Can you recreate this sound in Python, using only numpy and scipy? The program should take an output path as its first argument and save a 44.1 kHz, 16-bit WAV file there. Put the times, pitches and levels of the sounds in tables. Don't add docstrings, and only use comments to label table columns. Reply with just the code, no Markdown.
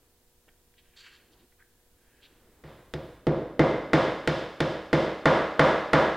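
import sys
import numpy as np
from scipy import signal
from scipy.fft import rfft, irfft, next_fast_len
from scipy.io import wavfile
from scipy.ndimage import uniform_filter1d

SR = 44100
rng = np.random.default_rng(int(sys.argv[2]) if len(sys.argv) > 2 else 0)


def digitize_waveform(pressure):
    field = np.atleast_2d(pressure).T
    bounded = np.clip(field, -1, 1)
    quanta = np.round(bounded * 32767).astype(np.int16)
    wavfile.write(sys.argv[1], SR, quanta)


N = 271920
TIME = np.arange(N) / SR
AGE = TIME[:SR]
BOUND_KNOCK_HZ, ROOM_T60_S = 305.5, 0.8


# start_s, force_db, hardness_db, knock_hz, crack_db, ping_db
MALLET_HITS = [(2.638, -28, 3, 340, -40, -15), (2.9378, -19, -1, 359, 9, -18),
               (3.2683, -2.5, -15.5, 347, 3.5, 1), (3.5934, 1, -8, 329, -2.5, 9.5),
               (3.9324, -0.5, -0.5, 326, -4, 0.5), (4.2747, -8.5, 5, 341, 2.5, -36),
               (4.6041, -7.5, 2, 339, 2, -27), (4.9297, -2, -1, 335.6, -3, 3.5),
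               (5.256, -.5, 0, 301, -5.5, -3), (5.594, -0.5, 1, 297.7, -3.5, -2),
               (5.9323, -1.5, 1, 297, -2, -2)]
# pitch_hz, width_hz, gain_db
BRIGHT_RINGS = [(3090, 49, -9), (3544, 120, -3), (5050, 490, -9)]

def mallet(room_change=0.44, wood_db=-1.76, wood_follows_crack=0.14, ping_hz=2072):
    out = np.zeros((2, N + len(AGE)))
    room, rattle = room_tail(), board_rattle()
    room_side, crack_side = side_signal(room_tail()), side_signal(crack())
    for start_s, force_db, hardness_db, knock_hz, crack_db, ping_db in MALLET_HITS:
        room = np.sqrt(1 - room_change ** 2) * room + room_change * room_tail()
        wood = rattle + stack_knock(knock_hz) + wood_ring() + early_reflections()
        wood *= from_db(wood_db + wood_follows_crack * crack_db)
        mid = from_db(crack_db) * crack() + wood + room
        side = from_db(crack_db) * crack_side + room_side
        blow = coloured(stereo(mid, side), blow_colour(force_db, hardness_db, knock_hz))
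        stack_db = -16 + 45 * looseness(knock_hz)
        blow = with_resonance(blow, knock_hz, width_hz=22, gain_db=stack_db)
        blow = with_resonance(blow, ping_hz, width_hz=40, gain_db=ping_db)
        start = round(start_s * SR)
        out[:, start:start + len(AGE)] += blow
    for pitch_hz, width_hz, gain_db in BRIGHT_RINGS:
        out = with_resonance(out, pitch_hz, width_hz, gain_db)
    return out[:, :N]


def blow_colour(force_db, hardness_db, knock_hz, boom_hz=144, treble_hz=1120, clatter_hz=1180):
    hz = np.geomspace(25, 16000, 40)
    boom = 1 / (1 + (hz / boom_hz) ** 6)
    treble = 1 / (1 + (treble_hz / hz) ** 2)
    clatter = np.exp(-(np.log2(hz / clatter_hz) / 1.11) ** 2)
    clatter_db = -35.5 * looseness(knock_hz)
    body_db = force_db * (1 - 0.59 * boom)
    return np.column_stack([hz, body_db + hardness_db * treble + clatter_db * clatter])


def looseness(knock_hz):
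    return np.log2(knock_hz / BOUND_KNOCK_HZ)


def stack_knock(pitch_hz):
    return struck_mode(pitch_hz, level_db=-5 + 6 * looseness(pitch_hz), t60_s=0.09, swell_cycles=3.24)


# frequency_hz, gain_db
CRACK_EQ = [(200, -54), (700, -1), (1500, 12.5), (2200, -1.5), (3500, -1.5), (5500, -14), (9000, -21.5),
            (16000, -39.5)]

def crack(gain_db=8, contact_s=0.0052):
    contact = np.exp(-(AGE / contact_s) ** 2)
    return from_db(gain_db) * coloured(dense_ring(contact), CRACK_EQ)


# pitch_hz, level_db, t60_s
WOOD_MODES = [(63.6, -54, 0.26), (73.3, -32, 0.55), (118.7, -34, 0.46), (146.2, -17.5, 0.33),
              (161.1, -21, 0.42), (276.3, -19, 0.22), (317.4, -25.5, 0.9), (458, -31.5, 0.31),
              (497.6, -29, 0.34), (497, -8.5, 0.12), (532.5, -27.5, 0.35), (629, -16.5, 0.11),
              (658.5, -18.5, 0.32), (705, -25, 0.21), (842, -30.5, 0.3), (852, -17, 0.073),
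              (963, -31, 0.83), (1032, -24, 0.23), (1136, -28.5, 0.32), (1203, -36.5, 0.95),
              (1325, -48.5, 0.53), (1440, -38, 0.61), (1426, -30, 0.73), (1667, -34, 1), (1713, -27, 0.11),
              (1890, -24.5, 0.044), (2082, -27, 0.14)]

def wood_ring():
    return sum((-1) ** k * struck_mode(pitch_hz, level_db + rng.normal(), t60_s, swell_cycles=0.17)
               for k, (pitch_hz, level_db, t60_s) in enumerate(WOOD_MODES))


# frequency_hz, gain_db
RATTLE_EQ = [(50, -33), (150, 7), (400, 8.5), (900, 7), (2000, 4.5), (2600, -6.5), (3700, -11), (6000, -23),
             (15000, -53.5)]

def board_rattle(gain_db=18, t60_s=0.13):
    return from_db(gain_db) * coloured(dense_ring(decay(t60_s)), RATTLE_EQ)


# delay_s, pitch_hz, level_db
PITCHED_ECHOES = [(0.058, 525, -17), (0.092, 620, -23), (0.1, 345, -25), (.13, 520, -28), (.165, 475, -32)]

def early_reflections(half_length_s=0.026, rise_hz_per_s=1100):
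    out = 0
    for delay_s, pitch_hz, level_db in PITCHED_ECHOES:
        swell = np.exp(-((AGE - delay_s) / half_length_s) ** 2)
        cycles = pitch_hz * AGE + rise_hz_per_s * (AGE - delay_s) ** 2 / 2
        out += from_db(level_db) * swell * np.sin(2 * np.pi * cycles)
    return out


# frequency_hz, gain_db
ROOM_EQ = [(30, -22), (60, -7), (100, -12), (150, -2.5), (200, -1), (270, -4), (380, 0.5), (520, 4),
           (640, 4), (790, -2), (1000, 0), (2080, -9), (2400, -14.5), (3700, -19), (7500, -40),
           (15000, -61.5)]

def room_tail(gain_db=27, build_s=0.035):
    envelope = decay(ROOM_T60_S) * (1 - np.exp(-AGE / build_s))
    return from_db(gain_db) * coloured(dense_ring(envelope), ROOM_EQ)


# pitch_hz, width_hz, gain_db
BLADE_RINGS = [(1620, 200, 7), (3170, 260, -2), (4470, 120, -7)]

def spreader(grain_db=4.0, reverb_db=-8):
    slips = rng.standard_normal(N) * from_db(grain_db * np.minimum(rng.exponential(1, N), 5))
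    blade = long_stroke(slips) + dabs(slips)
    for pitch_hz, width_hz, gain_db in BLADE_RINGS:
        blade = with_resonance(blade, pitch_hz, width_hz, gain_db)
    room_mid, room_side = [signal.fftconvolve(blade, dense_ring(decay(ROOM_T60_S)))[:N] for _ in range(2)]
    return blade + from_db(reverb_db) * stereo(room_mid, side_signal(room_side))


# time_s, swish_db, rasp_db
STROKE_LEVELS = [(0.945, -67, -80), (0.955, -72, -80), (0.967, -60.5, -55.5), (1.011, -59, -54),
                 (1.031, -60.5, -61), (1.067, -50.5, -57.5), (1.099, -58.5, -69), (1.155, -60, -60),
                 (1.21, -70, -80)]
# frequency_hz, gain_db
SWISH_EQ = [(500, -29), (1000, -3.5), (1500, -2), (2800, 6.5), (3800, -18), (8000, -41)]
RASP_EQ = [(1500, -33), (3300, 2), (4600, 6.5), (5300, -5), (6500, -7), (7600, -4.5), (8800, -19),
           (15000, -38)]

def long_stroke(slips, swish_trim_db=-2.5, rasp_trim_db=-1.5, fade_s=0.02):
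    time_s, swish_db, rasp_db = np.transpose(STROKE_LEVELS)
    start_s, end_s = time_s[0], time_s[-1]
    contact = np.interp(TIME, [start_s - fade_s, start_s, end_s, end_s + fade_s], [0, 1, 1, 0])
    swish = from_db(swish_trim_db + np.interp(TIME, time_s, swish_db)) * unit_rms(coloured(slips, SWISH_EQ))
    rasp = from_db(rasp_trim_db + np.interp(TIME, time_s, rasp_db)) * unit_rms(coloured(slips, RASP_EQ))
    return contact * (swish + rasp)


# peak_s, level_db, half_length_s, centre_hz
GLUE_DABS = [(0.482, -56, 0.0043, 600), (0.488, -58, 0.0066, 2130), (0.741, -59, 0.002, 2130),
             (0.79, -61.5, 0.017, 2900), (.88, -72, 0.072, 2400), (1.332, -64, .014, 3780),
             (1.408, -67.5, .025, 3300), (1.525, -66, 0.005, 1730), (1.609, -64, 0.017, 1650),
             (1.625, -55, 0.0013, 1480), (2.195, -71.5, 0.22, 2080), (2.246, -55, 0.026, 3020)]

def dabs(slips, trim_db=-3.0):
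    out = np.zeros(N)
    for peak_s, level_db, half_length_s, centre_hz in GLUE_DABS:
        near = abs(TIME - peak_s) < 0.25
        band = signal.butter(3, centre_hz * 2 ** np.array([-0.5, 0.5]), "band", fs=SR, output="sos")
        pressure = from_db(level_db + trim_db) * np.exp(-((TIME[near] - peak_s) / half_length_s) ** 2)
        out[near] += pressure * unit_rms(signal.sosfilt(band, slips[near]))
    return out


# time_s, level_db
RUSTLE_LEVELS = [(0.0, -69.5), (0.46, -90), (0.48, -64), (0.55, -83.5), (1.44, -64), (1.49, -84.5),
                 (2.45, -63), (2.6, -62.5)]
# frequency_hz, gain_db
RUSTLE_EQ = [(50, 6.5), (150, 0.5), (330, 7.5), (700, -4), (1800, -8.5), (4000, -20), (9000, -59)]

def hands(fade_from_s=3.3, release_s=0.4):
    release = np.exp(-np.maximum(TIME - fade_from_s, 0) / release_s)
    return fader(RUSTLE_LEVELS) * release * noise(RUSTLE_EQ)


# pitch_hz, level_db
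HUM_PARTIALS = [(59.5, -84.5), (241, -81.5), (360.4, -80.5), (420, -86), (479.4, -78), (539, -89),
                (721, -87), (959, -88)]

def mains_hum():
    return sum(from_db(level_db) * np.sqrt(2) * np.sin(2 * np.pi * (pitch_hz * TIME + rng.random()))
               for pitch_hz, level_db in HUM_PARTIALS)


# frequency_hz, gain_db
AIR_MID_EQ = [(25, 1.5), (48, -1), (86, -2), (170, -14), (330, -17.5), (520, -20), (800, -19.5),
              (1150, -23.5), (1650, -22.5), (2200, -26), (3500, -24), (6000, -26), (8000, -23.5),
              (15500, -24.5)]
AIR_SIDE_EQ = [(30, -1.5), (100, -1), (250, -6), (500, -5), (620, 1), (750, -7), (2000, -6), (7000, -6),
               (8200, -37), (15000, -47)]
# time_s, level_db
AIR_LEVELS = [(0, -65.5), (3.15, -65), (3.25, -70), (6.17, -69)]

def room_air(side_db=-75.5):
    return stereo(fader(AIR_LEVELS) * noise(AIR_MID_EQ), from_db(side_db) * noise(AIR_SIDE_EQ))


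# frequency_hz, side_db
WIDTH_EQ = [(100, -49), (1000, -47.5), (2200, -17.5), (4000, -17), (8000, -9), (15000, -29)]

def side_signal(x):
    return coloured(x, WIDTH_EQ)


def stereo(mid, side):
    return mid + side * [[1], [-1]]


def from_db(db):
    return 10 ** (np.asarray(db) / 20)


def unit_rms(x):
    return x / np.sqrt(np.mean(x ** 2) + 1e-20)


def fader(points):
    return from_db(np.interp(TIME, *np.transpose(points)))


def decay(t60_s):
    return from_db(-60 * AGE / t60_s)


def noise(eq):
    return unit_rms(coloured(rng.standard_normal(N), eq))


def struck_mode(pitch_hz, level_db, t60_s, swell_cycles):
    swell = 1 - np.exp(-AGE * pitch_hz / swell_cycles)
    return from_db(level_db) * swell * decay(t60_s) * np.sin(2 * np.pi * pitch_hz * AGE)


def dense_ring(envelope, smooth_bins=61):
    burst = rng.standard_normal(len(AGE)) * envelope
    power = uniform_filter1d(abs(rfft(burst)) ** 2, smooth_bins)
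    return causal_filter(burst, power ** -0.5)


def with_resonance(x, pitch_hz, width_hz, gain_db):
    radius = np.exp(-np.pi * width_hz / SR)
    feedforward = np.array([1, 0, -1]) * (1 - radius ** 2) / 2
    feedback = [1, -2 * radius * np.cos(2 * np.pi * pitch_hz / SR), radius ** 2]
    return x + from_db(gain_db) * signal.lfilter(feedforward, feedback, x)


def coloured(x, eq):
    frequency_hz, gain_db = np.transpose(eq)
    bins_hz = np.linspace(1, SR / 2, next_fast_len(x.shape[-1] // 2 + 4096) + 1)
    return causal_filter(x, from_db(np.interp(np.log(bins_hz), np.log(frequency_hz), gain_db)))


def causal_filter(x, gain):
    size = 2 * (len(gain) - 1)
    cepstrum = irfft(np.log(gain + 1e-12))
    cepstrum[1:size // 2] *= 2
    cepstrum[size // 2 + 1:] = 0
    return irfft(rfft(x, size) * np.exp(rfft(cepstrum)))[..., :x.shape[-1]]


def scene(mallet_db=0.5):
    mix = from_db(mallet_db) * mallet() + spreader() + room_air() + mains_hum() + hands()
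    return mix * from_db([[-0.25], [0.25]])


def limiter(x, ceiling_db=-4.0, release_db_per_s=55, attack_s=0.0031):
    over_db = np.maximum(20 * np.log10(abs(x).max(axis=0) + 1e-9) - ceiling_db, 0)
    recovery_db = release_db_per_s * TIME
    held_db = np.maximum.accumulate(over_db + recovery_db) - recovery_db
    pole = np.exp(-1 / (attack_s * SR))
    return x * from_db(-signal.lfilter([1 - pole], [1, -pole], held_db))


def record(dry, clip_level=0.96, cutoff_hz=16000):
    rounded = clip_level * np.tanh(limiter(dry) / clip_level)
    return signal.sosfilt(signal.ellip(12, 0.1, 100, cutoff_hz, fs=SR, output="sos"), rounded)


dry = scene()
out = record(dry)
digitize_waveform(out)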